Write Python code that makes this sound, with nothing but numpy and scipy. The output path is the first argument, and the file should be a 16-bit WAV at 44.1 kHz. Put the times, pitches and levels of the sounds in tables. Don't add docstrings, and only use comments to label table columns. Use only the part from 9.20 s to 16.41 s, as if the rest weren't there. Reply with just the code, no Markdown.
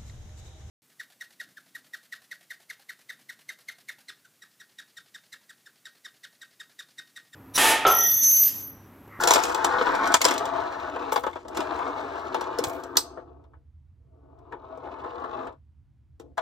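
import sys
import numpy as np
from scipy import signal
from scipy.fft import rfft, irfft, next_fast_len
from scipy.io import wavfile
from scipy.ndimage import map_coordinates

SR = 44100
rng = np.random.default_rng(int(sys.argv[2]) if len(sys.argv) > 2 else 0)


def wav_record(signal):
    frames = np.transpose(np.atleast_2d(signal))
    bounded = np.clip(frames, -1, 1)
    quanta = np.round(bounded * 32767).astype(np.int16)
    wavfile.write(sys.argv[1], SR, quanta)


N = 317961
BODY_HZ = np.fft.rfftfreq(8192, 1 / SR)
TOP_HZ = 16100


def amp(db):
    return 10 ** (np.asarray(db) / 20)


def unit(x):
    return x / np.sqrt(np.mean(x ** 2) + 1e-20)


def unit_hit(x):
    return x / np.sqrt(np.sum(x ** 2) / (SR / 100))


def curve(points, hz=BODY_HZ):
    freqs, values = np.transpose(points)
    return np.interp(np.log(hz + 1), np.log(freqs + 1), values)


def wobble(knots_per_s):
    knots = rng.standard_normal(int(N * knots_per_s / SR) + 4)
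    return map_coordinates(knots, [np.arange(N) * knots_per_s / SR])


def filtered(x, response):
    n = x.shape[-1]
    size = 2 * next_fast_len(n // 2 + 1024)
    return irfft(rfft(x, size) * response(np.fft.rfftfreq(size, 1 / SR)), size)[..., :n]


def ring(x, colour_db):
    cepstrum = irfft(np.log(amp(colour_db) + 1e-6))
    half = len(cepstrum) // 2
    cepstrum[1:half] *= 2
    cepstrum[half + 1:] = 0
    return signal.oaconvolve(x, irfft(np.exp(rfft(cepstrum))))[:len(x)]


def add(track, start_s, sound):
    part = track[max(round(start_s * SR), 0):][:len(sound)]
    part += sound[:len(part)]


def burst(t60_s, crack_db):
    t = np.arange(SR // 6) / SR
    decay = amp(-60 * t / t60_s) + amp(crack_db - 60 * t / .018)
    return (1 - np.exp(-t / .0007)) * decay * rng.standard_normal(len(t))


def bumps(per_s, spread_db):
    chance, size, push = rng.random(N), rng.standard_normal(N), rng.standard_normal(N)
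    return (chance < per_s / SR) * amp(spread_db * np.clip(size, -2, 2)) * np.sign(push)


def grains(per_s, spread_db, decay_s):
    return signal.lfilter([1.], [1, -np.exp(-1 / (decay_s * SR))], np.abs(bumps(per_s, spread_db)))


# centre_hz, width_hz, gain_db
LANE_MODES = [(276, 32, 5.5), (351, 26, 5.5), (415, 36, -3.5), (443, 16, 4.5), (486, 17, 6.5),
              (582.6, 130, -6.5), (652.4, 38, 7.5), (694.4, 20, 6), (757, 40, -6.5), (774, 24, 3),
              (820, 37, 5.5), (882.2, 39, 8), (966.6, 50, 7), (1074, 69, 3), (1297, 45, 6.5), (1477, 27, 6),
              (1742, 27, 4), (2070, 70, -3.5), (2183, 56, 6), (2410, 47, 2.5), (3460, 76, 5.5),
              (3746, 140, 2.5), (4110, 91, 4.5), (5300, 65, 4.5), (5740, 69, 3.5), (6100, 60, 0.5)]
def lane_db():
    return sum(db / (1 + (2 * (BODY_HZ - centre) / width) ** 2) for centre, width, db in LANE_MODES)


# start_s, at_speed_s, slows_s, stop_s, whirr_at_speed_db, whirr_db, rumble_db, grit_db, rasp_db
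ROLLS = [(-0.1, 0.0, 0.24, 1.5, -26.5, -27.5, -37, -41, -52),
         (0.02, 0.4, 0.92, 1.04, -27, -25, -33, -41.5, -50),
         (0.94, 1.04, 1.887, 2.4, -30.5, -33.5, -39.5, -53.5, -55),
         (2.09, 2.411, 3.44, 4.58, -32, -34.3, -37.5, -56, -56),
         (4.65, 5.8, 6.26, 6.41, -38.5, -36.5, -40.5, -65.5, -59),
         (6.99, 7.012, 7.04, 7.26, -62, -70, -51, -105, -95)]
def roll_levels_db():
    speed_power = 3.01
    t, levels = np.arange(N) / SR, np.full((4, N), -np.inf)
    for start, at_speed, slows, stop, at_speed_db, whirr_db, rumble_db, grit_db, rasp_db in ROLLS:
        moving = (t > start) & (t < stop)
        speed = np.interp(t[moving], [start, at_speed, slows, stop], [0, 1, 1, 0])
        coast_db = np.interp(t[moving], [at_speed, slows], [at_speed_db - whirr_db, 0])
        change_db = coast_db + speed_power * 20 * np.log10(speed)
        roll = [rumble_db + .66 * change_db, whirr_db + change_db,
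                grit_db + 1.5 * change_db, rasp_db + 1.35 * change_db]
        levels[:, moving] = np.maximum(levels[:, moving], roll)
    return levels


# freq_hz, gain_db
RUMBLE_COLOUR = [(40, -57.5), (120, -12), (185, -30), (220, -17.5), (265, -4.5), (400, 0.5), (520, -4),
                 (700, -12), (1200, -58.5), (3000, -71.5)]
# freq_hz, gain_db
WHIRR_COLOUR = [(40, -61.5), (150, -41), (350, -29), (520, -6), (650, 3), (900, -2.5), (1150, 2.5),
                (1550, -15), (2000, -29.5), (2500, -22.5), (4000, -53), (9000, -72.5)]
# freq_hz, gain_db
FAST_COLOUR = [(600, -14.5), (770, -13.5), (840, 4), (950, -6.5), (1450, 3), (1800, -3), (2300, -17),
               (3200, -35.5), (6000, -47)]
# freq_hz, gain_db
GRIT_COLOUR = [(100, -44.5), (1000, -13), (1800, 3), (2400, 6.5), (3000, -1), (3700, -0.5), (4900, -5.5),
               (8000, -10.5), (9500, -19.5), (12000, -20.5), (15500, -31)]
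# freq_hz, gain_db
RASP_COLOUR = [(1800, -18.5), (2300, -0.5), (2800, 1), (3300, -5.5), (3900, -1), (4400, -10.5), (5100, -17),
               (8000, -24.5), (12000, -44)]
def rolling_ball():
    def through_lane(x, colour):
        return unit(ring(x, curve(colour) + lane_db()))

    rumble_db, whirr_db, grit_db, rasp_db = roll_levels_db()
    pressure = amp(1.2 * wobble(34))
    fine_bumps = bumps(per_s=2600, spread_db=2.5)
    jolts = amp(11) * bumps(per_s=20, spread_db=2)
    rumble = amp(rumble_db - 2) * through_lane(fine_bumps + jolts, RUMBLE_COLOUR)
    whirr = amp(whirr_db - 1.5) * through_lane(fine_bumps + jolts, WHIRR_COLOUR)
    fast_db = whirr_db - 3 + .8 * (whirr_db + 26)
    fast_ring = amp(fast_db) * through_lane(bumps(per_s=2600, spread_db=2.5), FAST_COLOUR)
    flutter = amp(1.2 * wobble(260) + 1.7 * wobble(40))
    specks = grains(per_s=28, spread_db=3, decay_s=.003)
    dust = (flutter + 1.6 * specks) * rng.standard_normal(N)
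    grit = amp(grit_db + 2.5) * through_lane(dust, GRIT_COLOUR)
    scrape = (.24 + grains(per_s=130, spread_db=2, decay_s=.002)) * rng.standard_normal(N)
    rasp = amp(rasp_db) * through_lane(scrape, RASP_COLOUR)
    return pressure * (rumble + whirr + fast_ring + grit + rasp)


def passing_modes(roll, spacing_hz=32, swell_s=.22, depth_db=2.7):
    hz, t, spectrum = signal.stft(roll, SR, nperseg=4096)
    knots = rng.standard_normal((int(hz[-1] / spacing_hz) + 2, int(t[-1] / swell_s) + 2))
    swell = map_coordinates(knots, np.meshgrid(hz / spacing_hz, t / swell_s, indexing="ij"))
    return signal.istft(spectrum * unit(amp(depth_db * swell)), SR, nperseg=4096)[1][:N]


# freq_hz, gain_db
KNOCK_COLOUR = [(30, -54), (90, -28), (200, -9.5), (300, -3), (550, 4), (700, -2.5), (1100, -3),
                (1600, -7.5), (2200, -12.5), (3500, -10), (7000, -35.5), (14000, -61.5)]
# freq_hz, gain_db
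CLICK_COLOUR = [(60, -50), (300, -5.5), (1500, -3.5), (2500, 0.5), (3700, -2.5), (4800, 0), (6200, 0),
                (8000, 3), (9600, -6.5), (11000, -8.5), (13000, -10.5), (15500, -19.5)]
# start_s, hold_s, ticks_db, hollow_db, brightness_db_per_octave
RATTLES = [(0.0, 0.01, -33.5, -41.5, 4), (0.074, 0.089, -29, -47, -0.5), (0.235, 0.013, -31, -33, -1.5),
           (1.013, 0.018, -43, -39, -5), (1.053, 0.053, -32, -31, -6), (1.917, 0.014, -37.5, -52, 12),
           (2.098, 0.11, -55, -71, -6), (2.344, 0.019, -43.5, -44, -3.5), (3.443, 0.059, -46, -55.5, 15)]
def rattles(rise_s=.0059, fall_db_per_s=173):
    track, t = np.zeros(N), np.arange(SR) / SR
    octaves = np.log2(np.maximum(BODY_HZ, 1000) / 1000)
    chatter = grains(per_s=1000, spread_db=3, decay_s=.002)
    for start_s, hold_s, ticks_db, hollow_db, brightness in RATTLES:
        ticks = np.roll(chatter, -round(start_s * SR))[:SR] * rng.standard_normal(SR)
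        shake = np.minimum(t / rise_s, 1) * amp(-fall_db_per_s * np.maximum(t - hold_s, 0))
        plastic = unit(ring(ticks, curve(CLICK_COLOUR) + lane_db() + brightness * octaves))
        hollow = unit(ring(ticks, curve(KNOCK_COLOUR) + lane_db()))
        add(track, start_s, shake * (amp(ticks_db) * plastic + amp(hollow_db) * hollow))
    return track


def struck_lane_db(centre_hz):
    spot_db = -4 * np.minimum(np.log2((BODY_HZ + 1) / centre_hz) ** 2, 2)
    return curve(KNOCK_COLOUR) + lane_db() + spot_db


def lane_knock(centre_hz, boom_db, softness_db, belly_hz=567):
    belly_db = boom_db / (1 + (BODY_HZ / belly_hz) ** 12)
    treble_octaves = np.log2(np.maximum(BODY_HZ / 1800, 1))
    dull_db = -.67 * max(softness_db - 24.5, 0) * treble_octaves
    force = burst(t60_s=.09, crack_db=3)
    rebound_s = .013 * (1 + .37 * rng.uniform(-.88, 1))
    add(force, rebound_s, amp(-13.5) * burst(t60_s=.15, crack_db=3))
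    rise_s = np.clip(softness_db / 16000, .0003, .003)
    force *= 1 - np.exp(-np.arange(len(force)) / SR / rise_s)
    return unit_hit(ring(force, struck_lane_db(centre_hz) + belly_db + dull_db))


def plastic_click():
    part_colour = np.column_stack([np.geomspace(1500, TOP_HZ, 48), 3 * rng.standard_normal(48)])
    touches = [(0, -19), (.003, 0), (rng.uniform(.009, .016), -13), (rng.uniform(.018, .034), -19)]
    force = np.zeros(SR // 5)
    for delay_s, level_db in touches:
        add(force, delay_s, amp(level_db) * burst(t60_s=.085, crack_db=13))
    return unit_hit(ring(force, curve(CLICK_COLOUR) + lane_db() + curve(part_colour)))


# start_s, knock_db, click_db, centre_hz, boom_db
CLACKS = [(0.036, -11, -19, 694, -3), (0.074, -8, -15.5, 880, -3), (0.085, -21.5, -23, 850, -8),
          (0.107, -2.5, -14.5, 840, -3), (0.114, -17.5, -20, 660, -10.5), (0.136, -13, -15.5, 830, -2),
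          (0.146, -16.5, -22.5, 790, 3), (0.157, -4, -24, 595, -2), (0.236, -18, -23, 790, -1.5),
          (0.346, -16, -27, 840, -1.5), (0.445, -8, -20, 845, -0.5), (0.75, -31, -36.5, 900, 0.5),
          (0.857, -29.5, -39, 900, -0.5), (0.873, -30, -30.5, 819, -2.5), (0.92, -24, -34.5, 890, -3.5),
          (0.941, -3, -12, 1440, -1), (1.006, -16, -39, 900, 3), (1.015, -15, -17.5, 1142, -2.5),
          (1.043, -14, -20, 800, -3), (1.051, -8.5, -12.5, 905, 1), (1.084, -20, -22.5, 882, -6),
          (1.109, -12.5, -26, 854, 1), (1.138, -29.5, -33.5, 900, -0.5), (1.179, -33.5, -28, 900, 1.5),
          (1.254, -22, -35.5, 670, -3), (1.76, -18, -55, 800, -5.5), (1.921, -11.5, -33, 800, -3),
          (1.959, -8, -32, 780, -7.5), (1.977, -30, -48, 750, -17.5), (2.036, -15, -47, 1040, -1),
          (2.065, -13.5, -45, 950, 0), (2.132, -33.5, -58, 900, -12), (2.156, -20.5, -58, 690, -4),
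          (2.25, -26.5, -70, 520, 8), (2.282, -33, -44.5, 632, -6), (2.371, -16, -32, 915, -1.5),
          (2.404, -18.5, -37.5, 385, -6), (2.589, -19, -51, 1200, -13), (3.144, -10.5, -37.5, 720, -4),
          (3.167, -20, -60, 330, 17), (3.21, -19, -37.5, 820, 1), (3.386, -20.5, -28.5, 456, -1.5),
          (3.439, -21, -24.5, 970, 2), (3.497, -37, -44, 900, -5.5), (3.533, -40.5, -51, 900, -1),
          (3.599, -44.5, -58.5, 900, -2), (3.636, -42.5, -43, 1180, -1.5), (3.755, -23, -52, 1100, 4.5),
          (3.771, -16.5, -27.5, 1200, 4.5), (3.972, -24.5, -79.5, 950, 9.5), (3.982, -40.5, -87, 399, 17),
          (4.239, -48, -78, 630, -3), (4.334, -43.5, -93, 1300, -1), (5.188, -59, -74, 900, 0),
          (5.314, -36, -86, 1100, 16), (5.322, -23.5, -64.5, 1200, 3.5), (5.333, -28, -79, 381, 9),
          (5.574, -33, -63.5, 674, 11), (5.667, -26, -73, 718, 0.5), (5.794, -47, -71, 912, 1),
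          (5.843, -26, -66, 904, -9), (5.862, -30, -72, 904, -3), (6.0, -41, -67, 900, -4),
          (6.04, -20.5, -61.5, 793, -3), (6.14, -42, -69, 897, 5), (6.227, -27.5, -71, 900, 13),
          (6.252, -35.5, -69, 936, 2), (6.27, -25, -58, 910, 3), (6.325, -43, -73, 897, 4),
          (6.998, -31.5, -51, 602, 9.5), (7.172, -26.5, -59, 936, -5.5), (7.178, -12, -42, 1010, -9)]
def clacks():
    track = np.zeros(N)
    for start_s, knock_db, click_db, centre_hz, boom_db in CLACKS:
        knock = lane_knock(centre_hz, boom_db, softness_db=knock_db - click_db)
        add(track, start_s, amp(knock_db - 9.5) * knock)
        add(track, start_s - .003, amp(click_db - 1.5) * plastic_click())
    return track


# start_s, relative_db, centre_hz
HOPS = [(0.511, -17, 1000), (0.557, -25, 900), (0.584, -14.5, 880), (0.612, -8, 880), (0.668, -13, 1443),
        (0.69, -16.5, 1000), (2.509, -23.5, 900), (2.628, -20, 900), (2.664, -23, 900), (2.738, -33.5, 900)]
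def ball_hops():
    track = np.zeros(N)
    for start_s, relative_db, centre_hz in HOPS:
        knock = ring(burst(t60_s=.028, crack_db=4.5), struck_lane_db(centre_hz))
        add(track, start_s, amp(relative_db - 12) * unit_hit(knock))
    return track


# pitch_hz, relative_db, t60_s
BAR_MODES = [(2180, -5, 0.045), (3520, -5.5, 0.023)]
# start_s, relative_db
BAR_TAPS = [(1.92, -27), (1.931, -33), (1.958, -29), (1.976, -28), (2.131, -34)]
def sweep_bar():
    track, t = np.zeros(N), np.arange(SR // 8) / SR
    ping = sum(amp(db - 60 * t / t60_s) * np.sin(2 * np.pi * hz * t) for hz, db, t60_s in BAR_MODES)
    attack = 1 - np.exp(-t / .00035)
    for start_s, relative_db in BAR_TAPS:
        add(track, start_s, amp(relative_db) * attack * ping)
    return track


# start_s, pitch_hz, relative_db, t60_s
THUDS = [(2.374, 392, -31.5, 0.042), (2.391, 357, -19, 0.038), (3.39, 452, -12, 0.027),
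         (3.409, 315, -25.5, 0.057), (3.47, 109, -32, 0.066)]
def base_thuds():
    track, t = np.zeros(N), np.arange(SR // 4) / SR
    attack = 1 - np.exp(-t / .00196)
    for start_s, pitch_hz, relative_db, t60_s in THUDS:
        decay = amp(relative_db + 5 - 60 * t / t60_s)
        add(track, start_s, attack * decay * np.sin(2 * np.pi * pitch_hz * t))
    return track


# freq_hz, gain_db
DECK_COLOUR = [(700, -52.5), (1000, -4), (1100, -8), (1250, 3.5), (1400, -14.5), (1530, -0.5), (1750, -17),
               (3000, -45.5)]
# start_s, length_s, level_db
DECK_SLIDES = [(3.535, 0.255, -46.5)]
def deck_slide():
    t, stroke = np.arange(N) / SR, np.zeros(N)
    for start_s, length_s, level_db in DECK_SLIDES:
        position = 2 * (t - start_s) / length_s - 1
        stroke += amp(level_db) * np.sqrt(np.clip(1 - position ** 2, 0, 1))
    friction = bumps(per_s=2500, spread_db=4)
    return stroke * unit(ring(friction, curve(DECK_COLOUR)))


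# centre_hz, width_hz, gain_db
CATCH_MODES = [(4100, 530, -1), (4950, 480, 1), (5840, 330, -3.5), (6250, 150, -4.5), (8005, 400, 2.5),
               (11290, 730, -5), (12600, 700, -10), (14100, 400, -13.5), (15030, 426, -17.5)]
# start_s, relative_db
LATCH_SNAPS = [(3.7695, -9.5)]
def deck_latch():
    track = np.zeros(N)
    peaks = sum(amp(db) / (1 + ((BODY_HZ - hz) / width) ** 2) ** 2 for hz, width, db in CATCH_MODES)
    colour_db = 20 * np.log10(peaks + amp(curve(CLICK_COLOUR) - 12.5))
    for start_s, relative_db in LATCH_SNAPS:
        snap = ring(burst(t60_s=.13, crack_db=13), colour_db)
        add(track, start_s, amp(relative_db - 3) * unit_hit(snap))
    return track


def panel_echoes(x):
    track, hop = np.zeros(N), SR // 8
    fade = signal.windows.cosine(2 * hop)
    padded = np.pad(x, (0, 2 * hop))
    for start in range(0, N, hop):
        piece = padded[start:][:2 * hop] * fade
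        paths = burst(t60_s=.043, crack_db=-6.5)
        add(track, start / SR, signal.fftconvolve(piece, paths / np.linalg.norm(paths)))
    return track


# freq_hz, t60_s
ROOM_DECAY = [(150, 0.35), (1000, 0.14), (4500, 0.37), (8000, 0.3), (14000, 0.19)]
def room_tail(x):
    hz, t, noise = signal.stft(rng.standard_normal((2, SR // 2)), SR, nperseg=256)
    decay = amp(-60 * t / curve(ROOM_DECAY, hz)[:, None])
    tail = signal.istft(noise * decay, SR, nperseg=256)[1]
    return signal.fftconvolve(x[None], tail / np.linalg.norm(tail[0]), axes=1)[:, :N]


# freq_hz, share
ECHO_SHARE = [(100, .14), (400, .13), (800, .14), (2200, .2), (4000, .13), (7000, .06), (10000, .02),
              (12000, .09), (15000, .04)]
# freq_hz, left_over_right_db
BALANCE = [(110, -2), (200, 2), (380, 2.5), (500, 6), (870, 7), (1290, 3.5), (2380, 2), (4400, .5),
           (8000, 0)]
# freq_hz, left_lead_rad
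LEFT_LEAD = [(50, 0), (400, .5), (620, 1.5), (850, 1.1), (1050, .4), (1400, .4), (1750, -.4), (2400, -3.1),
             (3100, -5.4), (3800, -6.3), (6500, -7.3), (9000, -9.3), (11000, -9.6), (13300, -12.5)]
def stereo_image(toy):
    sides = np.array([[1], [-1]])

    def placement(hz):
        return amp(sides * curve(BALANCE, hz) / 2) * np.exp(1j * sides * curve(LEFT_LEAD, hz) / 2)

    direct = filtered(toy, lambda hz: np.sqrt(1 - curve(ECHO_SHARE, hz)))
    echoes = filtered(panel_echoes(toy), lambda hz: np.sqrt(curve(ECHO_SHARE, hz)))
    return filtered(direct + sides * echoes + amp(-22) * room_tail(toy), placement)


# freq_hz, gain_db
DRONE_COLOUR = [(20, -29), (38, -20), (50, -1.5), (62, -2), (76, 8.5), (100, -4.5), (135, -3), (170, -21),
                (260, -20.5), (450, -40), (1000, -40.5), (3000, -50), (15000, -65.5)]
def room_drone(hum_hz=70):
    mid, side = filtered(rng.standard_normal((2, N)), lambda hz: amp(curve(DRONE_COLOUR, hz)))
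    noise = amp(-55.5) * unit(mid + np.array([[.22], [-.22]]) * side)
    hum_gain = amp(-63 + 2.2 * wobble(23))
    hum = hum_gain * np.sin(2 * np.pi * hum_hz * np.arange(N) / SR + .19 * wobble(4.5))
    return (noise + hum) * amp([[-1.1], [1.1]])


def scene():
    ball = passing_modes(rolling_ball()) + ball_hops()
    parts = clacks() + base_thuds() + sweep_bar() + deck_slide() + deck_latch() + rattles()
    return stereo_image(ball + parts) + room_drone()


def record(dry):
    rounded = dry / (1 + np.abs(dry / .92) ** 6) ** (1 / 6)
    return filtered(rounded, lambda hz: 1 / (1 + (hz / TOP_HZ) ** 120))


dry = scene()
out = record(dry)
wav_record(out)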